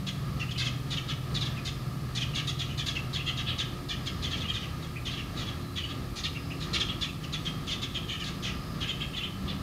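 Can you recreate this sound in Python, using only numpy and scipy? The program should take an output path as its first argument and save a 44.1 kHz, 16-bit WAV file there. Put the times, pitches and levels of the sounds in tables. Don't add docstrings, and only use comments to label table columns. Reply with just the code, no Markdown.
import sys
import numpy as np
from scipy import signal
from scipy.fft import rfft, irfft, next_fast_len
from scipy.io import wavfile
from scipy.ndimage import uniform_filter1d, map_coordinates

SR = 44100
rng = np.random.default_rng(int(sys.argv[2]) if len(sys.argv) > 2 else 0)


def inscribe(sig):
    pcm = np.round(np.clip(np.atleast_2d(sig).T, -1, 1) * 32767)
    wavfile.write(sys.argv[1], SR, pcm.astype(np.int16))


N = 424241

# start in seconds, nominal length in seconds, level in dB (rms of the
# loudest 25 ms), throat resonance in Hz two fifths of the way through, strength of the overtones in dB.
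BIRD_CALLS = [(0.065, 0.05, -40.5, 3490, -12), (0.393, 0.063, -43, 2730, -9),
              (0.476, 0.042, -52, 2970, -25), (0.507, 0.03, -45, 3320, -6),
              (0.543, 0.06, -48.5, 3090, -27.0), (0.574, 0.081, -37.5, 3710, -13.5),
              (0.645, 0.058, -39, 3390, -9), (0.902, 0.063, -39.5, 3600, -11),
              (0.961, 0.046, -40, 3150, -17.5), (1.08, 0.066, -41, 3380, -16.5),
              (1.341, 0.06, -37.5, 3720, -10), (1.405, 0.051, -38.5, 3650, -12),
              (1.451, 0.043, -43.5, 3470, -9), (1.562, 0.049, -51, 2620, -16.5),
              (1.647, 0.063, -40.5, 3820, -7), (2.148, 0.06, -38, 3530, -7),
              (2.204, 0.048, -38.5, 3140, -13), (2.328, 0.04, -50, 2950, -23),
              (2.345, 0.082, -38, 3340, -12), (2.469, 0.055, -37, 3520, -6.5),
              (2.587, 0.066, -39, 3480, -13), (2.679, 0.076, -49.5, 2970, -19),
              (2.773, 0.069, -39, 3450, -9), (2.858, 0.06, -36.5, 3590, -7), (2.949, 0.05, -40, 2780, -14),
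              (3.128, 0.071, -38, 3560, -15), (3.184, 0.057, -47, 2860, -35),
              (3.255, 0.076, -36.5, 3260, -18.5), (3.367, 0.07, -40.5, 3380, -16.5),
              (3.457, 0.089, -37.5, 3510, -30), (3.579, 0.064, -36, 3570, -12),
              (3.884, 0.075, -39, 3370, -14), (4.058, 0.05, -40, 3350, -10),
              (4.219, 0.078, -39.5, 3440, -12), (4.305, 0.069, -40, 3360, -16.5),
              (4.365, 0.045, -47, 3580, -7), (4.4, 0.053, -44, 3430, -13), (4.432, 0.055, -47, 2970, -32),
              (4.477, 0.057, -37, 3280, -19.5), (4.53, 0.074, -40.5, 3460, -14),
              (4.605, 0.074, -47.5, 3040, -14), (4.819, 0.06, -51.5, 3540, -9),
              (4.95, 0.047, -50.5, 2520, -25), (5.049, 0.067, -41, 3330, -14), (5.095, 0.1, -45, 3510, -17),
              (5.169, 0.064, -46, 2960, -16.5), (5.359, 0.11, -44.5, 3520, -13),
              (5.457, 0.078, -46.5, 3270, -14), (5.753, 0.072, -39.5, 3340, -17.5),
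              (5.83, 0.043, -44, 3120, -20), (5.882, 0.067, -47, 3370, -18.5),
              (6.155, 0.073, -42.5, 3760, -3), (6.233, 0.054, -37, 3570, -16.5),
              (6.343, 0.054, -47.5, 2800, -25), (6.495, 0.0526, -49, 2750, -22.5),
              (6.596, 0.078, -44.5, 3760, -10), (6.73, 0.057, -34, 3620, -12),
              (6.797, 0.043, -33.5, 3420, -12), (6.878, 0.061, -40, 3360, -22.5),
              (7.008, 0.063, -35.5, 3460, -13), (7.074, 0.041, -52, 2730, -20),
              (7.228, 0.046, -49, 2920, -2), (7.323, 0.052, -39, 3530, -12.5),
              (7.448, 0.057, -39, 3250, -12), (7.666, 0.073, -41.5, 3270, -11),
              (7.704, 0.06, -37.5, 3460, -10.5), (7.815, 0.055, -39, 3490, -11),
              (7.938, 0.061, -38.5, 3320, -19), (8.073, 0.11, -41.5, 3200, -19),
              (8.193, 0.06, -43.5, 2966, -13), (8.232, 0.097, -43.5, 3530, -12.0),
              (8.421, 0.11, -41, 3130, -11), (8.802, 0.07, -40, 3200, -17),
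              (8.868, 0.068, -37.5, 3326, -19), (8.997, 0.062, -40.5, 3220, -21),
              (9.126, 0.057, -46.5, 3050, -20), (9.158, 0.055, -40.5, 3410, -18),
              (9.2, 0.043, -47, 2880, -32), (9.217, 0.064, -40, 3240, -25),
              (9.466, 0.075, -43.5, 3620, -28)]
# start in seconds, length in seconds, middle pitch in Hz, peak level in dB.
FAR_WHISTLES = [(1.26, .14, 8750, -55), (5.55, .25, 4050, -60), (5.72, .26, 4570, -57),
                (7.36, .2, 7800, -56), (8.12, .2, 8650, -57), (9.05, .14, 8720, -58)]
# middle pitch in Hz, width of its wander in Hz,
# then the middle level in dB at 0, 3, 6 and 9.6 seconds.
MACHINE_TONES = [(84.6, 8.27, -47.5, -43.5, -48, -61), (124.3, 3.85, -34, -37, -39.5, -58),
                 (144.3, 3.41, -37.5, -38, -68, -61), (156.7, 5.45, -44.5, -48, -42.5, -41),
                 (188.5, 4.7, -39, -71, -55.5, -37), (274.8, 6.08, -52, -59.5, -47.5, -51),
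                 (354.6, 4.79, -58, -54.5, -51, -53.5), (707, 19.8, -62.5, -56.5, -65.5, -60.5)]
# frequency in Hz, relative level in dB.
RUMBLE_COLOUR = [(30, -16.5), (50, 0.5), (130, -0.5), (250, -6.5), (450, -17), (800, -21.5), (2000, -37),
                 (4500, -33.5), (9000, -52)]
# frequency in Hz, gain in dB.
HOUSING_RING = [(950, -1), (1080, 5), (1210, 15.5), (1340, 12.5), (1480, -1), (1640, 12), (3600, 5.5),
                (5050, 6), (5950, 2.5), (6250, 4.5), (7000, 2), (7400, -7.5), (7700, -7.5)]
# frequency in Hz, relative level in dB.
HISS_COLOUR = [(4000, -3.5), (14500, -5.5), (15600, -14)]
# time of the peak in seconds, length in seconds.
INSECT_SWELLS = [(1.748, 0.22), (4.12, 0.2), (6.45, 0.32), (8.65, 0.48)]

TOP_HZ = 15700
TREES_T60 = 0.43
LEVEL_HZ, SLIDE = 2010, 0.8


def amp(db):
    return 10 ** (np.asarray(db) / 20)


def unit(x):
    return x / np.sqrt(np.mean(x ** 2) + 1e-20)


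def along(points, hz):
    f, v = np.transpose(points)
    return np.interp(np.log(hz + 1), np.log(f + 1), v)


def wobble(rate):
    points = rng.standard_normal(int(N * rate / SR) + 4)
    return map_coordinates(points, [np.arange(N) * rate / SR])


def filtered(x, response):
    size = next_fast_len(N + SR // 2)
    gain = response(np.fft.rfftfreq(size, 1 / SR))
    return irfft(rfft(x, size) * gain, size)[..., :N]


def noise(response):
    return unit(filtered(rng.standard_normal(N), response))


def chack(length, first_hz, last_hz, over_db, voice_hz=520, chest_db=-9, scoop=.22):
    u = np.arange(SR // 8) / (SR * length)
    soft = np.clip((-over_db - 16.5) / 4, 0, 1)
    attack = np.sin(np.pi / 2 * np.clip(u / (0.18 + 0.088 * soft), 0, 1)) ** (1 + soft)
    effort = attack * amp(-45 * np.clip(u - .45, 0, None) ** 1.6)

    throat_hz = first_hz + (last_hz - first_hz) * np.clip(u, 0, 1)
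    throat_hz *= 1 - scoop * soft * np.clip(1 - u / .45, 0, 1)

    draw = rng.standard_normal((49, len(u)))
    span = round(.0038 * SR)
    smooth = uniform_filter1d(uniform_filter1d(draw, span), span // 2 + 1)
    re, im, shake = smooth[:24], smooth[24:48], unit(smooth[48])
    re[1:] += re.std() / 2
    steady = .17 / length * np.sin(np.pi * np.clip(u / .85, 0, 1)) ** 2
    re[0] += steady * re[0].std()

    pitch_hz = voice_hz * np.exp(.1 * draw[0, 0] + .032 * shake)
    hz = np.arange(len(re))[:, None] * pitch_hz
    hz[0] = throat_hz + voice_hz / 9 * shake

    def peak(at, wide):
        return np.exp(-.5 * (np.log(hz / (at * throat_hz)) / wide) ** 2)

    swell = amp(-8 * np.clip(1 - u / 2.2, 0, 1))
    chest = amp(chest_db - 6 * soft) * np.clip(2 * u, 0, 1) * peak(.55, .55)
    body = peak(1, .17) + chest
    octave_at = 1.9 + soft * (.45 + .2 * np.clip(u, 0, 1))
    octave = peak(octave_at, .12 - .06 * soft) * amp(10 * soft)
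    overtones = octave + amp(-4) * peak(2.7, .1)
    breath = amp(-4 * soft - 2 * u) * np.sqrt(swell) * peak(1.3, 0.64)
    throat = swell * (body + amp(over_db) * overtones) + amp(over_db) * breath

    phase = 2 * np.pi * np.cumsum(hz, axis=1) / SR + np.arctan2(im, re)
    partials = throat * np.hypot(re, im) * np.cos(phase)
    call = effort * np.sum(partials, axis=0)
    loudest = np.sqrt(uniform_filter1d(call ** 2, SR // 40).max())
    return call / loudest


def flock():
    out = np.zeros(N + SR)
    for start, length, db, throat_hz, over_db in BIRD_CALLS:
        fall_hz = SLIDE * (throat_hz - LEVEL_HZ)
        call = chack(length, throat_hz + .4 * fall_hz, throat_hz - .6 * fall_hz, over_db)
        out[round(start * SR):][:len(call)] += amp(db) * call
    for start, length, pitch_hz, db in FAR_WHISTLES:
        u = np.linspace(0, 1, round(length * SR))
        warble_hz = 60 * np.sin(20 * u)
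        phase = 2 * np.pi * np.cumsum(pitch_hz + warble_hz) / SR
        out[round(start * SR):][:len(u)] += amp(db) * np.sin(np.pi * u) * np.sin(phase)
    return out[:N]


def trees(x):
    out = np.zeros(N + SR)
    step, delay = SR // 4, 400
    for start in range(0, N, step):
        _, t, z = signal.stft(rng.standard_normal(SR // 2), SR, nperseg=256)
        fading = z * amp(-60 * t / TREES_T60)
        tail = signal.istft(fading, SR, nperseg=256)[1]
        echoes = signal.fftconvolve(x[start:start + step], tail / np.linalg.norm(tail))
        room = out[start + delay:]
        room[:len(echoes)] += echoes[:len(room)]
    return out[:N]


def machines():
    t = np.arange(N) / SR
    swell_db = .9 * wobble(4) + .9 * wobble(10)
    out = amp(-37.5 + swell_db) * noise(lambda hz: amp(along(RUMBLE_COLOUR, hz)))
    for tone_hz, width_hz, *db in MACHINE_TONES:
        phase = 2 * np.pi * np.cumsum(tone_hz + width_hz / 2 * wobble(9)) / SR
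        level_db = np.interp(t, [0, 3, 6, 9.6], db) + 2.76 * wobble(5)
        out += amp(level_db) * np.sin(phase)
    return out


def insects(song_hz=5030, width_hz=160):
    t = np.arange(N) / SR
    swells = sum(np.exp(-.5 * (2 * (t - peak) / length) ** 2) for peak, length in INSECT_SWELLS)
    song = noise(lambda hz: np.exp(-.5 * ((hz - song_hz) / width_hz) ** 2))
    return amp(-64.5) * (0.11 + swells) * song


def scene():
    birds = flock()
    echoes = amp(-7.0) * trees(birds)
    return (birds + echoes + machines() + insects())[None]


def record(dry):
    heard = filtered(dry, lambda hz: amp(along(HOUSING_RING, hz)))
    hiss = amp(-56.0) * noise(lambda hz: amp(along(HISS_COLOUR, hz)))
    return filtered(heard + hiss, lambda hz: hz < TOP_HZ)


dry = scene()
out = record(dry)
inscribe(out)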